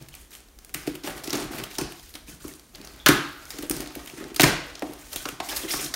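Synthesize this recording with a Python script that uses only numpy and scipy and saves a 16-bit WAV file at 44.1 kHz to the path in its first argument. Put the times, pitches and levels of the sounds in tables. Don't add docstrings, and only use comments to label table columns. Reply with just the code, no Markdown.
import sys
import numpy as np
from scipy import signal
from scipy.fft import rfft, irfft
from scipy.io import wavfile
from scipy.ndimage import uniform_filter1d

SR = 44100
rng = np.random.default_rng(int(sys.argv[2]) if len(sys.argv) > 2 else 0)


def to_wav(s):
    ch = np.atleast_2d(s).T
    pcm = np.round(np.clip(ch, -1, 1) * 32767)
    wavfile.write(sys.argv[1], SR, pcm.astype(np.int16))


def makeup_ratio(level_db):
    decades = np.asarray(level_db, float) / 20
    return 10 ** decades


N = 262736


def rms_one(x):
    return x / np.sqrt(np.mean(x ** 2) + 1e-20)


def at_hz(points, hz, col=1):
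    table = np.array(points)
    return np.interp(np.log(hz), np.log(table[:, 0]), table[:, col])


def band(x, low_hz, high_hz):
    edges_hz = [low_hz, min(high_hz, 0.45 * SR)]
    return signal.sosfilt(signal.butter(2, edges_hz, "band", fs=SR, output="sos"), x)


def resonance(x, hz, width_hz):
    r = np.exp(-np.pi * width_hz / SR)
    poles = [1, -2 * r * np.cos(2 * np.pi * hz / SR), r * r]
    return signal.lfilter([(1 - r * r) / 2, 0, (r * r - 1) / 2], poles, x)


def drift(rate_hz):
    r = np.exp(-2 * np.pi * rate_hz / SR)
    return rms_one(signal.lfilter([1], [1, -2 * r, r * r], rng.standard_normal(N + SR))[SR:])


def coloured(x, spectrum):
    hz = np.maximum(np.fft.rfftfreq(N, 1 / SR), 1)
    return rms_one(irfft(rfft(x) * makeup_ratio(at_hz(spectrum, hz)), N))


def grit(per_s, spread_db, flicker_db, rate_hz):
    sizes = makeup_ratio(spread_db * np.minimum(rng.exponential(1, N), 4)) * rng.standard_normal(N)
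    slips = sizes * (rng.random(N) < per_s / SR)
    return rms_one(slips * makeup_ratio(flicker_db * drift(rate_hz)))


# [f/Hz, width/Hz, level/dB]
PANEL_MODES = [(690, 260, -2), (1258, 99, 2), (1800, 1950, -4.5)]


def panel(x):
    return sum((-1) ** k * makeup_ratio(db) * resonance(x, hz, width) for k, (hz, width, db) in enumerate(PANEL_MODES))


# [f/Hz, level/dB, t60/s]
BOX_MODES = [(141.5, -1.5, 0.069), (296.2, -5.5, 0.087), (340, -1.5, 0.035), (413, -4, 0.013),
             (630, -13.5, 0.03)]


def box(x):
    out = []
    for hz, db, t60_s in BOX_MODES:
        r, w = makeup_ratio(-60 / (t60_s * SR)), 2 * np.pi * hz / SR
        poles = [1, -2 * r * np.cos(w), r * r]
        out.append(signal.lfilter([0, makeup_ratio(db) * np.sin(w)], poles, x + 1e-18))
    return out


def ring_clusters(rows, spread):
    size = 22050
    out = np.zeros(N + size)
    for s, db, hz, t60_s in rows:
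        shove = rng.standard_normal(size) * makeup_ratio(-60 * np.arange(size) / (t60_s * SR))
        width_hz = 0.13 * hz * spread
        sound = sum(resonance(shove, hz * ratio ** spread, width_hz) for ratio in (0.91, 1.0, 1.12))
        at = round(s * SR)
        out[at:at + size] += makeup_ratio(db - 4) * sound / np.abs(sound).max()
    return out[:N]


# [f/Hz, density/dB per Hz]
AIR_SPECTRUM = [(53, -28), (90, -4), (221, 1.5), (318, 1.5), (592, -8.5), (4930, -17), (6370, -13),
                (15000, -15)]


def room_air():
    return makeup_ratio(-57.5) * coloured(rng.standard_normal(N), AIR_SPECTRUM)


def counter():
    rest_db, shudder_db, shudder_s = -55, -29.5, 0.027
    lumps = rms_one(band(rng.standard_normal(N), 32.4, 64.0) * makeup_ratio(3.1 * drift(3.6)))
    s, db, deep_db = np.transpose(PUSHES + NUDGES)
    jolts = np.zeros(N)
    jolts[np.round(s * SR).astype(int)] = makeup_ratio(0.91 * (db + deep_db) + shudder_db)
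    jolts = uniform_filter1d(jolts, size=900, origin=449)
    shudder = signal.lfilter([1], [1, -np.exp(-1 / (shudder_s * SR))], jolts)
    return lumps * (makeup_ratio(rest_db) + shudder)


# [t/s, length/s, rub level/dB, weight on card/dB]
SEAM_STROKES = [(0.0, 0.019, -52, 7), (0.125, 0.086, -52, -17), (0.304, 0.052, -49, -13),
                (0.61, 0.08, -60.5, -3), (0.738, 0.095, -46, -8), (0.858, 0.016, -41.5, 5.5),
                (0.908, 0.19, -62, -6), (1.034, 0.053, -36, 1.5), (1.144, 0.065, -50, 6),
                (1.232, 0.12, -46.5, 4.5), (1.328, 0.096, -40.5, 10), (1.508, 0.097, -42, 7),
                (1.696, 0.066, -42.5, -9), (1.778, 0.039, -48.5, 14.5), (1.886, 0.21, -50.5, -37)]
# [t/s, length/s, rub level/dB, weight on card/dB]
FLAP_STROKES = [(2.131, 0.028, -51.5, 2), (2.264, 0.054, -46, -7), (2.395, 0.12, -45, -10.5),
                (2.544, 0.049, -66, -15), (2.623, 0.13, -63, -14), (2.734, 0.29, -56, 4),
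                (3.14, 0.33, -51, -2), (3.464, 0.033, -48, -15), (3.503, 0.15, -45.5, -5.5),
                (3.725, 0.092, -40, -1.5), (3.895, 0.28, -49.5, -1), (4.162, 0.14, -53, 9.5),
                (4.458, 0.029, -31.5, 3), (4.593, 0.19, -55.5, 9.5), (4.832, 0.12, -51, 3.5),
                (4.98, 0.15, -47.5, -8), (5.116, 0.017, -39.5, -9), (5.15, 0.15, -42.5, -31),
                (5.423, 0.1, -40.5, -23), (5.482, 0.17, -36.5, -6.5), (5.676, 0.17, -31.5, -9)]


def strokes():
    rise_s, fade_s, resting_db = 0.013, 0.035, -77.5
    sheet_follows, hollow_follows = 0.71, 0.84
    t = np.arange(N) / SR
    rub, sheet, hollow = np.full((3, N), makeup_ratio(resting_db))
    for s, length_s, db, weight_db in SEAM_STROKES + FLAP_STROKES:
        rise = np.clip((t - s) / rise_s, 0, 1)
        shape = rise * np.exp(-np.maximum(t - s - length_s, 0) / fade_s)
        rub = rub + makeup_ratio(db) * shape
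        sheet = sheet + makeup_ratio(db + sheet_follows * weight_db) * shape
        hollow = hollow + makeup_ratio(db + hollow_follows * weight_db) * shape
    return rub, sheet, hollow


# [f/Hz, density/dB per Hz]
RUB_SPECTRUM = [(900, -41), (1500, -11.5), (2440, -13), (3900, -6), (7100, -5), (10300, -4), (13000, -4.5),
                (16000, -6)]


def rubbing():
    rub, bend, hollow = strokes()
    fibres = grit(per_s=290, spread_db=6.0, flicker_db=-1.0, rate_hz=34)
    slips = grit(per_s=12000, spread_db=2.5, flicker_db=2.2, rate_hz=40)
    slips = coloured(slips + 0.15 * fibres, RUB_SPECTRUM)
    edges_hz = np.geomspace(1000, 19000, 12)
    bright = 0
    for k in range(11):
        patch_db = np.minimum(2.7 * drift(37) + 1.4 * drift(3.5), 4.0)
        bright = bright + (-1) ** k * band(slips, *edges_hz[k:k + 2]) * makeup_ratio(patch_db)
    bright = rms_one(bright)
    sheet = grit(per_s=4000, spread_db=2.0, flicker_db=3.5, rate_hz=50)
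    sheet = rms_one(panel(sheet) + 0.16 * band(sheet, 410, 1700))
    shoves = grit(per_s=400, spread_db=2.0, flicker_db=2.5, rate_hz=22)
    rumble = rms_one(band(sum(box(shoves)) + 2.6 * band(shoves, 150, 480), 187, 770))
    return makeup_ratio(-2.5) * rub * bright + makeup_ratio(-4.5) * bend * sheet + makeup_ratio(-5.5) * hollow * rumble


def flecks():
    per_s, level_db, fade_ms, width_share = 260, -10, 6, 0.08
    rub = strokes()[0]
    fade = np.exp(-1000 / (fade_ms * SR))
    born = rng.random(N) < per_s / SR
    dealt = rng.integers(0, 16, N)
    noise = rng.standard_normal(N)
    total = 0
    for k, hz in enumerate(np.geomspace(1500, 9000, 16)):
        scuffs = noise * signal.lfilter([1], [1, -fade], (born & (dealt == k)) + 1e-18)
        total = total + resonance(scuffs, hz, width_share * hz) / np.sqrt(hz)
    return makeup_ratio(level_db) * rub * rms_one(total)


# [f/Hz, t60/s, level/dB]
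KITCHEN_TAILS = [(98, 0.41, -5.5), (296, 0.37, -11.5), (570, 0.49, -7.5), (1260, 0.6, -5),
                 (2300, 0.55, -9.5), (4050, 0.64, -11.5), (8500, 0.37, -11.5), (14500, 0.23, -15.5)]


def kitchen(x, cracks):
    scatter_per_s = 600
    t = np.arange(SR) / SR
    edges_hz = 60 * 2 ** np.arange(0, 8.6, 0.5)
    place = 2.279 * np.arange(N) / SR
    out = 0
    for k in range(3):
        tail = 0
        for low, high in zip(edges_hz, edges_hz[1:]):
            hz = np.sqrt(low * high)
            decay = makeup_ratio(-60 * t / at_hz(KITCHEN_TAILS, hz)) * (1 - np.exp(-t / 0.0015))
            dying = rng.standard_normal(SR) * decay
            dying = dying / np.sqrt(np.sum(dying ** 2))
            tail = tail + 2.41 * makeup_ratio(at_hz(KITCHEN_TAILS, hz, 2)) * band(dying, low, high)
        share = np.cos(np.pi * (place + k) / 3) ** 2
        sent = x * share + cracks * drift(scatter_per_s) / np.sqrt(8)
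        out = out + signal.fftconvolve(sent, tail)[:N]
    return out


# [t/s, level/dB, f/Hz, t60/s]
BUZZES = [
    (3.068, -25.5, 1430, 0.95),
    (5.7, -28, 3460, 0.34),
    (1.6, -43, 4100, 0.19),
    (0.0044, -39, 139, 0.22),
]


def buzzes():
    return ring_clusters(BUZZES, spread=0.31)


# [t/s, level/dB, treble re level/dB, ring f/Hz]
TICKS = [(0.024, -34.5, 3, 4000), (0.0858, -33, 2, 3800), (0.089, -34, 1, 3800), (0.1404, -27.5, -12, 2300),
         (0.1512, -31, 6, 8200), (.1545, -34, -8, 6500), (0.3073, -37, 2, 8500), (0.3177, -36, -8, 2200),
         (.338, -38, 6, 9000), (.351, -29, -1, 2750), (.404, -35, -4, 2690), (0.4857, -42, -7, 5100),
         (0.588, -32.5, -1, 7100), (0.647, -30.5, 6.5, 5660), (0.6936, -36, -2, 2450),
         (.699, -37, -2, 8500), (0.7406, -29, 8, 7000), (1.9218, -24.5, -4, 2520),
         (1.9958, -30.5, -20, 3080), (2.14, -27.5, -6, 4040), (2.2835, -39, -11, 2550),
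         (2.481, -33, 5, 1630), (2.5373, -30.5, -1, 4400), (2.5955, -35.5, -1, 4260), (2.756, -31, 0, 4070),
         (2.814, -32.5, -1, 4170), (2.873, -26, -6, 4740), (2.936, -50, 12, 9000), (2.9619, -35, 1, 2400),
         (2.985, -52, -12, 5500), (3.016, -54, -3, 1930), (3.454, -31.5, -2, 5570),
         (1.2366, -26.5, 1, 4570), (1.296, -18, 0, 2900), (1.372, -21, -4, 3000), (3.642, -39, 0, 6000),
         (3.805, -24.5, 4, 5860), (3.86, -28, -15, 3890), (3.874, -26, -9, 3700), (4.033, -38, -6, 4500),
         (5.488, -27, 4, 4530), (5.5628, -26, 2, 4550), (3.937, -45, 0, 2410), (4.06, -30, 3, 2450),
         (4.099, -27, -5.5, 2500), (4.24, -23.5, -15, 1670), (4.794, -30.5, -4, 5140),
         (4.9352, -34, 8.5, 4060)]
# [t/s, level/dB, treble re level/dB, ring f/Hz, length/ms]
TEARS = [
    (0.327, -27, -0.5, 3330, 6.4),
    (1.5351, -32, -27, 1720, 11),
    (1.708, -25, -13, 5180, 6.1),
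    (2.2857, -27, 0, 6400, 11),
    (5.489, -19, 4, 3180, 4.6),
    (5.56, -12.5, 6.5, 4650, 7.7),
    (5.689, -24, -15, 2960, 4.2),
    (5.7075, -13.5, 4.5, 5230, 24),
]
# [t/s, level/dB, treble re level/dB, ring f/Hz]
TAPE = [(.743, -15, 4, 2600), (0.866, -28, -1, 2270), (0.873, -17.5, -5, 2870), (0.952, -23, -2, 2960),
        (1.035, -26, -12, 4250), (1.073, -19, -4, 1686), (1.1764, -25.5, -1, 1970), (1.24, -21, 0, 6800),
        (1.274, -15, -6.5, 2950), (1.3038, -19, -5, 5300), (1.3289, -10, -5, 3780), (1.353, -14, -8, 5670),
        (1.583, -22, 1, 1790), (1.636, -19, 1, 3060), (1.751, -25, -11, 3520), (1.783, -9.5, -6.5, 7800),
        (1.8116, -19.5, -2, 2500)]
# [t/s, level/dB, treble re level/dB, ring f/Hz]
SNAPS = [(2.152, -21.5, -6.5, 3440), (2.749, -28.5, -15, 4130), (2.847, -27.5, -1, 6200),
         (3.5037, -20.5, -1, 4560), (3.585, -23, 1, 2880), (3.624, -20, -1, 3460),
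         (3.6971, -11.5, 5.5, 9040), (3.71, -7.5, -5, 8300), (3.7652, -18.5, 0, 9850),
         (3.9518, -25, 1, 2620), (4.073, -22, -5, 3100), (4.1789, -47, -10, 1820),
         (4.344, -26.5, 3.5, 3060), (4.3612, -15, 2.5, 4700), (4.7524, -23, -12, 4470),
         (4.8215, -37, 6, 2180), (5.1294, -20.5, 1, 4500), (5.1592, -16, 3, 3980), (5.2542, -18, -15, 4900),
         (5.287, -17, -2, 2750), (5.4012, -12.5, -20, 1620), (5.8613, -19, -20, 4470),
         (5.9391, -11.5, -4, 5600)]
# [t/s, level/dB, treble re level/dB, ring f/Hz, length/ms]
RIPS = [(3.0612, -0.5, -2.5, 3060, 2.76), (3.0634, -8, -16, 1420, 2.9), (3.068, -3, -17, 3460, 1.6),
        (3.075, -2, -16, 1530, 4), (3.0836, -11, 7, 5530, 3.05), (3.088, 0.5, -15, 1780, 2.8),
        (3.092, -0.5, -20, 1700, 8.2), (4.3963, 0.5, -10, 2460, 2.86), (4.401, -10, -4, 2830, 1.8),
        (4.4069, -3.5, 2.5, 4220, 2.45), (4.4175, -1, -0.5, 4100, 1.3), (4.4484, -18, -7, 2800, 2),
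        (4.4331, -7, 3, 6800, 2.1), (4.438, -0.5, -19, 1920, 2.5), (4.443, -10, -12, 1490, 2.1)]


def snaps():
    tick_ms, crack_ms, brittle_hz = 1.37, 3.13, 8500
    rows = [(*row, tick_ms) for row in TICKS]
    rows += [(*row, crack_ms if row[-1] < brittle_hz else tick_ms) for row in TAPE + SNAPS]
    rows += TEARS + RIPS
    count, size = len(rows), 4096
    out = np.zeros(N + size)
    t_ms = np.arange(size) / SR * 1000
    crackle = rng.standard_normal((count, 3, size))
    crackle = crackle * makeup_ratio(4.29 * rng.standard_normal((count, 1, size)))
    lumps = uniform_filter1d(rng.standard_normal((count, 1, size)), size=40) * np.sqrt(40)
    crackle = crackle * makeup_ratio(2.78 * lumps)
    for (s, db, treble_db, hz, ms), noise in zip(rows, crackle):
        rise_ms = 0.35 + 3.44 * max(ms - 2.7, 0)
        burst = noise * np.exp(-t_ms / ms) * (1 - np.exp(-t_ms / rise_ms))
        middle = band(burst[0], np.clip(0.65 * hz, 1300, 4500), 7000)
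        middle = middle + 1.96 * resonance(burst[0], hz, 0.24 * hz)
        treble = band(burst[1], 7700, 19000)
        sheet_db = -16 - 0.5 * np.log2(hz / 3000)
        sound = middle + makeup_ratio(treble_db + 4.5) * treble + makeup_ratio(sheet_db + 20.5) * panel(burst[2])
        at = round(s * SR)
        out[at:at + size] += makeup_ratio(db - 6.5) * sound
    return out[:N]


# [t/s, level/dB, f/Hz, t60/s]
SCRAPES = [(5.49, -25, 5300, 0.14), (5.514, -28, 5200, 0.092), (5.517, -41, 3100, 0.09),
           (5.633, -27.5, 3230, 0.11), (5.68, -27, 3000, 0.13), (5.708, -17.5, 5100, 0.14),
           (5.71, -24, 8600, .2), (5.757, -23.5, 5600, 0.39), (5.81, -27, 8300, 0.22),
           (5.855, -26.5, 3500, 0.044), (5.636, -24.5, 335, 0.13), (3, -34, 3500, 0.29),
           (0.12, -43, 3100, 0.25)]


def scrapes():
    return ring_clusters(SCRAPES, spread=0.31)


# [t/s, level/dB, f/Hz, t60/s]
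KNOCKS = [(0.743, -24.5, 1800, 0.078), (1.074, -22, 665, 0.083), (1.786, -25.5, 744, 0.17),
          (2.441, -36, 1110, 0.078), (3.061, -8, 1410, 0.026), (3.066, -1, 1284, 0.049),
          (3.085, -11, 1330, 0.092), (3.961, -27.5, 510, 0.021), (4.397, -3.5, 820, 0.017),
          (4.433, -2, 1990, 0.014), (4.441, -11.5, 630, 0.032), (4.822, -14.5, 630, 0.02),
          (5.131, -35.5, 530, 0.064), (5.254, -19.5, 1130, 0.037), (5.401, -17, 800, 0.033),
          (5.737, -14, 1240, 0.016), (5.939, -20, 1620, 0.023)]


def knocks():
    return ring_clusters(KNOCKS, spread=1)


# [t/s, level/dB, deepest mode re level/dB]
PUSHES = [(0.751, -24, -4), (0.876, -11.5, -11), (1.042, -20.5, -26), (1.073, -19.5, -23),
          (1.278, -15.5, -16), (1.331, -12.5, -43), (1.507, -21.5, -34), (1.787, -15, -23),
          (1.816, -15, -3), (2.449, -20.5, -12), (2.801, -28.5, -16), (3.062, -12.5, -3), (3.09, 4, -9.5),
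          (3.589, -16, -18), (3.632, -23.5, -22), (3.705, -13, -12.5), (3.8, -17, -19), (3.968, -22.5, -11),
          (4.135, -26.5, -6), (4.208, -18.5, -18), (4.316, -24, -34), (4.4, -2.5, -9), (4.435, 1, -2.5),
          (4.828, -15, -24), (4.894, -23, -26), (5.159, -25.5, -7.5), (5.258, -20.5, -12),
          (5.403, -23.5, -31), (5.642, -26, -14), (5.741, -17, -11)]
# [t/s, level/dB, deepest mode re level/dB]
NUDGES = [(1.162, -36, 0), (0.916, -40, -17), (1.353, -12, -18), (3.87, -30, -15), (4.365, -25, -14),
          (1.45, -33.5, 11), (1.56, -39, 9), (1.619, -39.5, 15), (1.09, -33, 4), (2.143, -44, -7),
          (2.284, -44, 5), (2.329, -45.5, 13), (2.87, -48, 10), (2.937, -33.5, -7), (3.543, -29, -15),
          (3.757, -27, -0.5), (4.182, -24.5, -12), (4.25, -22, -14), (5.29, -25.5, -15), (5.326, -31.5, 2),
          (5.857, -26, -4.5)]


def pushes():
    grip_spread_db, palm_s = 3.0, 0.002
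    wall_hz, wall_width_hz = 352, 193
    s, db, deep_db = np.transpose(PUSHES + NUDGES)
    at = np.round(s * SR).astype(int)
    grips_db = grip_spread_db * rng.standard_normal((len(s), len(BOX_MODES)))
    contacts = np.zeros((len(BOX_MODES), N))
    contacts[:, at] = makeup_ratio(db - 8.5 + grips_db.T)
    contacts[0, at] = makeup_ratio(db + deep_db + 2.0)
    deep, *upper = [mode[k] for k, mode in enumerate(box(contacts))]
    soft = np.exp(-1 / (palm_s * SR))
    upper = signal.lfilter([3.89 * (1 - soft)], [1, -soft], sum(upper))
    blow = deep + resonance(upper, wall_hz, wall_width_hz) + 0.21 * upper
    return band(band(blow, 201.6, 950), 107, 1000)


# [t/s, level/dB, f/Hz, t60/s]
CORNERS = [(.8721, -31, 700, .08), (1.0601, -37, 175, 0.18), (1.3851, -31, 720, 0.14),
           (1.3951, -32, 1350, .12), (1.5101, -34, 800, 0.089), (1.5301, -37, 4500, .15),
           (1.5801, -31, 1870, 0.046), (2.1581, -39, 3400, 0.11), (2.2801, -40, 2500, 0.19),
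           (2.7491, -30, 4250, 0.044), (2.7801, -41, 186, 0.42), (3.0661, -17, 3500, .2),
           (3.1901, -31, 3050, 0.27), (3.2101, -29, 323, 0.077), (3.4651, -41, 2400, 0.058),
           (3.5221, -40, 1900, .05), (3.8601, -37, 1950, .08), (3.9501, -34, 2500, 0.038),
           (4.0741, -33, 3200, 0.046), (4.0971, -31, 2540, 0.027), (4.1761, -36, 1830, 0.28),
           (4.2001, -37, 1290, 0.23), (4.2221, -27, 338, 0.13), (4.8221, -23, 1990, .04),
           (5.1621, -23, 3470, 0.055), (5.4881, -28, 2570, 0.055), (5.4941, -28, 3250, .08),
           (5.5101, -30, 1800, 0.21), (5.5241, -29, 4700, 0.039), (5.5631, -21, 4550, .06),
           (5.5871, -31, 2400, .08), (5.6451, -27, 343, .12), (5.6801, -30, 2200, .1),
           (5.6881, -28, 4200, 0.18), (5.7051, -26, 5900, .1), (5.7351, -20, 1900, 0.044),
           (5.7361, -22, 745, 0.058), (5.7541, -25, 6100, .06), (5.7921, -28, 2400, 0.24),
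           (5.7941, -27, 3350, .04), (5.8601, -28, 4600, .04), (5.7901, -31, 400, .06),
           (5.9001, -39, 1010, 0.17), (5.9002, -39, 250, .2)]


def corners():
    return ring_clusters(CORNERS, spread=0.6)


# [t/s, level/dB, f/Hz, t60/s]
WALLS = [(.8761, -24, 430, .04), (.9501, -37, 520, .15), (3.0641, -15, 550, .06), (3.0901, -16, 540, .15),
         (3.0631, -12, 1130, .1), (3.6301, -31, 540, .08), (4.0001, -39, 480, .2), (4.6601, -38, 450, .15),
         (1.5501, -33, 700, .15), (1.5451, -34, 1250, .12), (1.6421, -31, 1200, .04),
         (1.0801, -31, 1650, .15), (2.1601, -41, 1300, .15), (2.4201, -42, 70, .6), (3.9502, -41, 60, .6),
         (4.4401, -16, 1050, .1), (4.2002, -36, 1850, .15), (5.4251, -30, 800, .08),
         (2.4451, -39, 1150, .1), (4.8251, -25, 700, .1), (5.2001, -33, 3350, .2), (5.2601, -30, 520, .15),
         (3.0632, -14, 6000, .05), (4.4341, -14, 12000, .04)]


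def walls():
    return ring_clusters(WALLS, spread=0.6)


def scene():
    cracks, booms = snaps(), pushes()
    rings = knocks() + buzzes() + scrapes()
    hands = rubbing()
    air = room_air()
    room = kitchen(0.84 * booms + 0.65 * rings + 0.66 * hands, 1.37 * cracks)
    below = counter()
    close = corners() + walls() + flecks()
    return (cracks + booms + rings + close + hands + room + below + air)[None]


def low_pass(x):
    return signal.sosfilt(signal.butter(12, 16990, fs=SR, output="sos"), x)


# [f/Hz, width/Hz, level/dB]
MIC_DIPS = [(7750, 720, -3.5), (10400, 480, -7.5), (15200, 6200, -4.5)]


def record(dry):
    cutoff_hz = 15900
    x = dry
    for hz, width_hz, db in MIC_DIPS:
        x = x - (1 - makeup_ratio(db)) * resonance(x, hz, width_hz)
    x = 1.243 * np.tanh(x / 1.141)
    rolloff = np.clip((cutoff_hz - np.fft.rfftfreq(N, 1 / SR)) / 150, 0.003, 1)
    x = irfft(rfft(x) * rolloff, N)
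    return low_pass(x)


dry = scene()
out = record(dry)
to_wav(out)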